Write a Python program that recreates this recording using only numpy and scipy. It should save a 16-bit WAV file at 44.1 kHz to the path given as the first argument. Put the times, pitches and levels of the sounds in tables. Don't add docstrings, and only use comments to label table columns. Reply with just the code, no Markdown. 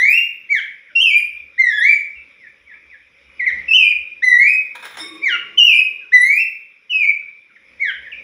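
import sys
import numpy as np
from scipy import signal
from scipy.fft import rfft, irfft, next_fast_len
from scipy.io import wavfile
from scipy.ndimage import uniform_filter1d, minimum_filter1d, map_coordinates

SR = 44100
rng = np.random.default_rng(int(sys.argv[2]) if len(sys.argv) > 2 else 0)


def gain_from_decibels(decibels):
    exponent = np.asarray(decibels, float) / 20
    return 10 ** exponent


def bounce(signal):
    frames = np.transpose(np.atleast_2d(signal))
    limited = np.clip(frames, -1, 1)
    pcm = np.round(limited * 32767).astype(np.int16)
    wavfile.write(sys.argv[1], SR, pcm)


N = 362943

# [t/s, f/Hz]
RISERS = [
    [(-.03, 1771), (0, 1939), (.03, 2087), (.11, 2451), (.145, 2692), (.19, 2821)],
    [(1.597, 2129), (1.63, 2014), (1.7, 1850), (1.73, 1681), (1.765, 1745), (1.795, 1667), (1.87, 2270),
     (1.92, 2395), (1.955, 2266)],
    [(4.24, 2043), (4.32, 1935), (4.37, 1928), (4.41, 2128), (4.46, 2316), (4.5, 2532), (4.555, 2535)],
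    [(6.138, 2023), (6.18, 1933), (6.23, 2009), (6.33, 2310), (6.375, 2459), (6.405, 2717), (6.425, 2646)],
]
# [level/dB, swell/dB after 1/3, 2/3 and all of the note, top overtone gain/dB]
RISER_PUSH = [
    (-10.5, -1.5, -3, -3.5, 13),
    (-10.5, -3.5, 3, -5.5, 2),
    (-7, -2, -4.5, -9.5, 3.6),
    (-5.5, -5.5, -9, -13, 11),
]


def risers():
    return sing(RISERS, RISER_PUSH, attack=.019, opening=0.84, release=0.028, close=.9)


# [t/s, f/Hz]
FALLERS = [
    [(.962, 2774), (.995, 2711), (1.022, 3214), (1.065, 2599), (1.095, 2576), (1.115, 2244), (1.145, 2372),
     (1.193, 2445)],
    [(3.69, 2687), (3.727, 2580), (3.741, 2940), (3.762, 3113), (3.782, 2726), (3.815, 2564), (3.86, 2387),
     (3.916, 2463)],
    [(5.584, 3047), (5.61, 2783), (5.65, 2923), (5.71, 2515), (5.745, 2335), (5.785, 2564), (5.803, 2558)],
    [(6.905, 3036), (6.935, 2586), (6.985, 2541), (7.015, 2416), (7.05, 2190), (7.07, 2322), (7.105, 2360)],
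]
# [level/dB, swell/dB after 1/3, 2/3 and all of the note, top overtone gain/dB]
FALLER_PUSH = [
    (-7, -9, -8.5, -5, 5),
    (-13.5, 5, 0.5, 0, -11.5),
    (-4.5, -2, -12.5, -5, 2.5),
    (-21.5, 5.5, 6, 4.5, -19),
]


def fallers():
    return sing(FALLERS, FALLER_PUSH, attack=.011, opening=0.95, release=0.011, close=0.69)


# [t/s, f/Hz]
DROPS = [
    [(.51, 2319), (.535, 2211), (.56, 1837), (.59, 1573)],
    [(5.238, 2348), (5.255, 2289), (5.275, 2058), (5.3, 1600), (5.32, 1447), (5.35, 1400)],
    [(7.815, 2270), (7.845, 1999), (7.87, 1748), (7.9, 1577)],
]
# [level/dB, swell/dB after 1/3, 2/3 and all of the note, top overtone gain/dB]
DROP_PUSH = [
    (-17, 3.72, 3.6, 0.5, 4),
    (-18, 5, 3.5, 11, 0),
    (-19, 2.6, 2.3, 8, -9),
]


def drops():
    return sing(DROPS, DROP_PUSH, attack=.021, opening=.88, release=0.016, close=0.73)


# [t/s, f/Hz]
CHIPS = [
    [(3.402, 2133), (3.415, 1930), (3.44, 1964)],
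    [(3.47, 2113), (3.49, 1903)],
]
# [level/dB, swell/dB after 1/3, 2/3 and all of the note, top overtone gain/dB]
CHIP_PUSH = [
    (-17, -2.5, -5.5, -3.5, -29),
    (-11, 0, -1, -0.5, -18),
]


def chips():
    return sing(CHIPS, CHIP_PUSH, attack=.01, opening=1.2, release=0.019, close=0.76)


def sing(paths, pushes, attack, opening, release, close):
    out = np.zeros(N)
    for path, push in zip(paths, pushes):
        rows = phrase(path, push, attack, opening, release, close)
        note = whistle(rows, glide=.011, bright_db=push[-1], waver=.0035)
        add(out, rows[0][0], note)
        add(out, rows[0][0], gain_from_decibels(-4.5) * room(note, onset=0.018))
    return out


def phrase(path, push, attack, opening, release, close):
    faint_db = -27.5
    s, hz = np.transpose(path)
    breath_db = push[0] + np.interp(s, np.linspace(s[0], s[-1], num=4), [0, *push[1:-1]])
    level_db = breath_db + 26.5 * np.minimum(np.log2(hz / 2113), 0)
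    first, last = level_db[0], level_db[-1]
    return [(s[0] - attack, opening * hz[0], first + faint_db),
            (s[0] - attack / 2, (1 + .3 * (opening - 1)) * hz[0], first + 0.35 * faint_db),
            *zip(s, hz, level_db),
            (s[-1] + release / 2, (1 + close / 2) / 1.5 * hz[-1], last + 0.81 * faint_db),
            (s[-1] + release, close * hz[-1], last + 0.84 * faint_db)]


OVERTONES = [-18.5, -28.5, -38, -45.5, -49.5, -61.5]
# [f/Hz, level/dB]
BEAK = [(1200, -24.5), (1600, -11), (2200, 4.5), (3000, 7), (3700, -5), (4500, -13.5), (5500, -5.5),
        (7500, -6.5), (10000, -4), (16000, -4.5)]


def whistle(rows, glide, bright_db, waver):
    s, hz, db = np.transpose(rows)
    t = np.arange(s[0], s[-1], 1 / SR)
    hz = np.interp(t, s, hz)
    hz = uniform_filter1d(hz, max(round(glide * SR), 1), mode="nearest")
    hz = hz * (1 + waver * wobble(len(t), 70.08))
    turn = 2 * np.pi * np.cumsum(hz) / SR
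    tone = np.sin(turn)
    open_db = bright_db + 22 * np.log2(hz / 2300)
    open_db = open_db - 26 * np.exp(-(t - s[0]) / 0.022)
    for k, level in enumerate(OVERTONES, 2):
        level = level + open_db * (k - 1) / len(OVERTONES)
        level = level + 1.1 * k * wobble(len(t), 40)
        beak_db = along(BEAK, k * hz) - along(BEAK, hz)
        breathy = 1 + .3 * (k - 1.3) * wobble(len(t), 260)
        audible = k * hz < SR / 2
        tone = tone + audible * gain_from_decibels(level + beak_db) * breathy * np.sin(k * turn)
    to_edge = np.minimum(t - s[0], s[-1] - t)
    edges = np.sin(np.pi / 2 * np.clip(to_edge / 0.002, 0, 1)) ** 2
    loudness = uniform_filter1d(np.interp(t, s, gain_from_decibels(db)), SR // 300, mode="nearest")
    return np.sqrt(2) * loudness * edges * tone


# [f/Hz, t60/s]
ROOM = [(300, 0.12), (1800, 0.45), (2400, 0.59), (3000, 0.46), (6000, 0.36), (10000, 0.42), (16000, 0.5)]
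# [delay/s, level/dB]
WALLS = [(.004, -3.5), (.009, -1), (0.013, -4), (.021, -10.5), (0.025, -10.5), (.043, -9.5), (.058, -10.5),
         (.074, -12.5)]


def room(x, onset):
    hz, t, z = signal.stft(rng.standard_normal(SR * 3 // 4), SR, nperseg=256)
    decay = gain_from_decibels(-60 * t / along(ROOM, hz)[:, None])
    tail = signal.istft(z * decay, SR, nperseg=256)[1]
    tail = tail * (1 - np.exp(-np.arange(len(tail)) / SR / onset))
    tail = tail / np.linalg.norm(tail)
    for delay, db in WALLS:
        tail[round(delay * SR)] += gain_from_decibels(db - 2.5) * rng.choice([-1, 1])
    return signal.fftconvolve(x, tail)


# [t/s, peak level/dB, scratch level/dB, bright bars level/dB, frame level/dB]
HOPS = [(4.75, -25, -7, -24, 1), (4.824, -25, -3.5, -5, -9.5), (4.845, -21, -3, -5, -23),
        (4.874, -30, -7.5, -18.5, -16.5), (4.79, -38.5, 0.5, -12, -8.5), (4.905, -36, 2, -11, -8.5),
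        (4.938, -31, -0.5, -32, -15), (4.969, -22.5, -2.5, -2, -22.5), (4.985, -21.5, -3.5, 10, -10),
        (4.998, -33.5, -11.5, 5, -11.5), (5.029, -42, -5.5, 1.5, -5), (5.07, -49, -7, -5.5, -5),
        (5.148, -40, 0, -8.5, -19.5)]
# [f/Hz, level/dB, t60/s]
BARS = [(2190, -5, .6), (3670, -2, .65), (5360, -4, .4), (7620, -9, .35), (9600, -14, .25)]
# [f/Hz, level/dB, t60/s]
FRAME = [(960, -2.5, 0.087), (1306, -10, 0.058), (1600, 5, 0.055), (1930, -24, 0.2), (505, -19.5, 0.26)]
# [f/Hz, level/dB per Hz]
SCRATCH = [(150, -56), (400, -17), (1000, -7.5), (2000, -4), (2700, -17.5), (3600, -7), (4400, -23.5),
           (9400, -25), (16000, -38.5)]


def hops():
    out, t = np.zeros(N), np.arange(SR // 4) / SR
    for s, db, scratch_db, bars_db, frame_db in HOPS:
        hit = np.zeros(SR * 2 // 5)
        add(hit, 0, gain_from_decibels(bars_db - 19) * ring(BARS, attack=.004, spread=.012, count=5))
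        add(hit, 0, gain_from_decibels(frame_db - 0.5) * ring(FRAME, attack=0.0063, spread=0.015, count=3))
        scrape = (1 - np.exp(-t / .004)) * gain_from_decibels(-60 * t / .1 + 3 * wobble(len(t), 200))
        add(hit, 0, gain_from_decibels(scratch_db - 2.5) * scrape * noise(SCRATCH, len(t), patchy_db=-1.0))
        add(out, s, gain_from_decibels(db) * hit)
        add(out, s, gain_from_decibels(db - 5.0) * room(hit, onset=0.038))
    return out


# [f/Hz, level/dB, t60/s]
HUM = [(314, 8, 0.84), (337.3, 1.5, 2.08), (421, -7.5, 4.4), (1115, 0, 2.5)]
# [t/s, level/dB]
HUM_BLOWS = [
    (4.99, -48),
    (5.031, -47.5),
    (5.062, -49.5),
]


def cage_hum():
    out = np.zeros(N)
    for s, db in HUM_BLOWS:
        add(out, s, gain_from_decibels(db) * ring(HUM, attack=.006, spread=.022))
    return out


def ring(modes, attack, spread, count=4):
    longest = max(mode[2] for mode in modes)
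    t = np.arange(round(.8 * SR * longest)) / SR
    tones = np.zeros(len(t))
    for hz, db, t60 in modes:
        bars = hz * (1 + spread * rng.standard_normal((count, 1)))
        waves = np.sin(2 * np.pi * (bars * t + rng.random((count, 1))))
        tones += gain_from_decibels(db - 5.0 - 60 * t / t60) * waves.sum(axis=0)
    return tones * (1 - np.exp(-t / attack))


# [t/s, length/s, start f/Hz, f/Hz at the loudest, level/dB]
FAR = [(0.846, 0.074, 2410, 1505, -49.5), (1.365, 0.052, 3380, 3470, -60), (1.927, 0.077, 2920, 2886, -54),
       (2.154, 0.043, 2760, 2626, -41.5), (2.399, 0.081, 2243, 1740, -42.5),
       (2.663, 0.075, 2360, 1725, -42.5), (2.898, 0.059, 2580, 1703, -41), (3.128, 0.33, 2730, 2970, -66),
       (0.908, 0.05, 600, 588, -64), (2.708, 0.071, 1320, 1317, -66), (0.093, 0.034, 1420, 1304, -57),
       (4.575, 0.056, 1401, 1363, -66), (6.006, 0.056, 1682, 1446, -50.5), (7.215, 0.015, 1535, 1400, -55),
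       (7.49, 0.028, 1804, 1360, -55), (7.554, 0.018, 2460, 1770, -43), (8.044, 0.04, 2122, 1733, -34),
       (8.117, 0.023, 3010, 2317, -27.5), (8.171, 0.038, 2600, 2215, -39), (2.468, 0.022, 1860, 2260, -43),
       (2.722, .031, 1813, 2355, -39.5)]


def far_birds():
    out = np.zeros(N)
    for s, length, start, loudest, db in FAR:
        end = loudest + 0.11 * (loudest - start)
        rows = [(0, start, db - 8), (0.8 * length, loudest, db), (length, end, db - 10.5)]
        note = whistle(rows, glide=.008, bright_db=-60, waver=.012)
        add(out, s, gain_from_decibels(-0.5) * note)
        add(out, s, gain_from_decibels(-3.5) * room(note, onset=0.0054))
    return out


# [t/s, level/dB]
STIR = [(0, 11), (.3, -1.5), (1.9, 3), (2.2, 6.5), (2.7, 1), (3.1, -2), (3.58, 23.5), (3.95, 4.5),
        (4.72, 9.5), (5.0, 19), (5.5, 16.5), (5.65, 12), (6.8, -9.5), (7.15, 3), (7.5, -11), (7.75, 12),
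        (8.23, 15)]
# [f/Hz, level/dB per Hz]
AIR = [(25, -17.5), (80, -19), (300, -13.5), (750, -26.5), (1230, -17), (1790, -15), (2410, 3), (2750, -17),
       (3700, -16.5), (4200, -35), (5280, -21.5), (6740, -40), (10000, -39), (16000, -59.5)]
# [f/Hz, level/dB]
HOLLOW = [(300, -51.5), (430, -8), (530, -0.5), (590, -4.5), (700, -54.5)]
# [f/Hz, level/dB]
FEATHERS = [(30, -12.5), (70, -12), (200, 2.5), (500, -5), (1000, -8), (4000, -17), (10000, -36.5),
            (16000, -48.5)]


def air():
    stir_db = curve(STIR)
    still = gain_from_decibels(0.28 * stir_db - 52.5) * noise(AIR, N, patchy_db=2.5)
    street = gain_from_decibels(0.6 * stir_db - 71) * noise(HOLLOW, N, patchy_db=2.0)
    rustle = gain_from_decibels(1.23 * stir_db - 80) * noise(FEATHERS, N, patchy_db=1.8)
    return still + street + rustle


# [t/s, level/dB]
SURGES = [(0, -61.5), (1.301, -64.5), (1.7, -64), (2.01, -62.5), (2.58, -69), (2.9, -70), (3.21, -66.5),
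          (3.65, -52), (4.05, -63), (4.35, -62.5), (5.68, -67.5), (6.25, -66), (7.1, -74), (7.88, -69),
          (8.201, -67)]
# [f/Hz, level/dB]
DRONE = [(30, -31), (55, -17), (70, -4.5), (82, -19), (120, -40.5), (300, -86.5)]


def low_surges():
    t = np.arange(N) / SR
    half_hold_s, slope_db_per_s = 0.14, 88.5
    surges_db = [db - slope_db_per_s * np.maximum(abs(t - s) - half_hold_s, 0) for s, db in SURGES]
    return gain_from_decibels(np.max(surges_db, axis=0)) * noise(DRONE, N, patchy_db=-5.0)


def noise(spectrum, n, patchy_db):
    z = signal.stft(rng.standard_normal(n + 1024), nperseg=512)[2]
    field = uniform_filter1d(rng.standard_normal(z.shape), size=5, axis=0)
    field = uniform_filter1d(field, size=10, axis=1)
    white = signal.istft(z * gain_from_decibels(patchy_db * unit(field)), nperseg=512)[1]
    return unit(colour(white, spectrum)[:n])


def colour(x, spectrum):
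    m = next_fast_len(x.shape[-1] + SR // 4)
    return irfft(rfft(x, m) * gain_from_decibels(along(spectrum, np.fft.rfftfreq(m, 1 / SR))), m)


def wobble(n, rate):
    knots = rng.standard_normal(int(n * rate / SR) + 4)
    return map_coordinates(knots, [np.arange(n) * rate / SR])


def unit(x):
    return x / np.sqrt(np.mean(x ** 2) + 1e-20)


def along(points, hz):
    f, v = np.transpose(points)
    return np.interp(np.log(hz + 1), np.log(f + 1), v)


def curve(rows):
    return np.interp(np.arange(N) / SR, *np.transpose(rows))


def add(track, s, x):
    start = round(s * SR)
    x = x[max(-start, 0):]
    part = track[max(start, 0):][:len(x)]
    part += x[:len(part)]


def scene():
    song = risers() + fallers() + drops() + chips()
    return (song + hops() + cage_hum() + far_birds() + air() + low_surges())[None]


# [f/Hz, level/dB]
CAPSULE = [(20, 0), (7000, 0), (8700, -15), (9900, 10), (10900, -11), (12500, -14), (13600, -5),
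           (14700, 12), (15700, 6), (15900, -40), (22000, -60)]


def microphone(dry):
    heard = colour(dry, CAPSULE)[:, :N]
    hiss_band = signal.butter(2, (10800, 14200), "band", fs=SR, output="sos")
    heard = heard + gain_from_decibels(-87) * signal.sosfilt(hiss_band, rng.standard_normal(N))
    bent = heard + gain_from_decibels(-36.5) * heard ** 2 + gain_from_decibels(-55.5) * heard ** 3
    return signal.sosfilt(signal.butter(2, 35, "high", fs=SR, output="sos"), bent)


# [t/s, level/dB]
OVERLOADS = [
    (3.7569, -33),
    (3.7592, -37),
    (3.781, -40),
    (4.401, -37),
]


def limiter(bent):
    headroom = minimum_filter1d(np.minimum(1, .97 / (abs(bent) + 1e-9)), SR // 60, axis=1)
    held = bent * uniform_filter1d(headroom, SR // 60, axis=1)
    for s, db in OVERLOADS:
        add(held[0], s, gain_from_decibels(db) * np.diff(rng.standard_normal(12)))
    return held


def top_cut(x):
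    return signal.sosfilt(signal.butter(12, 16350, fs=SR, output="sos"), x)


def record(dry):
    mix = limiter(microphone(dry))
    return top_cut(mix)


dry = scene()
out = record(dry)
bounce(out)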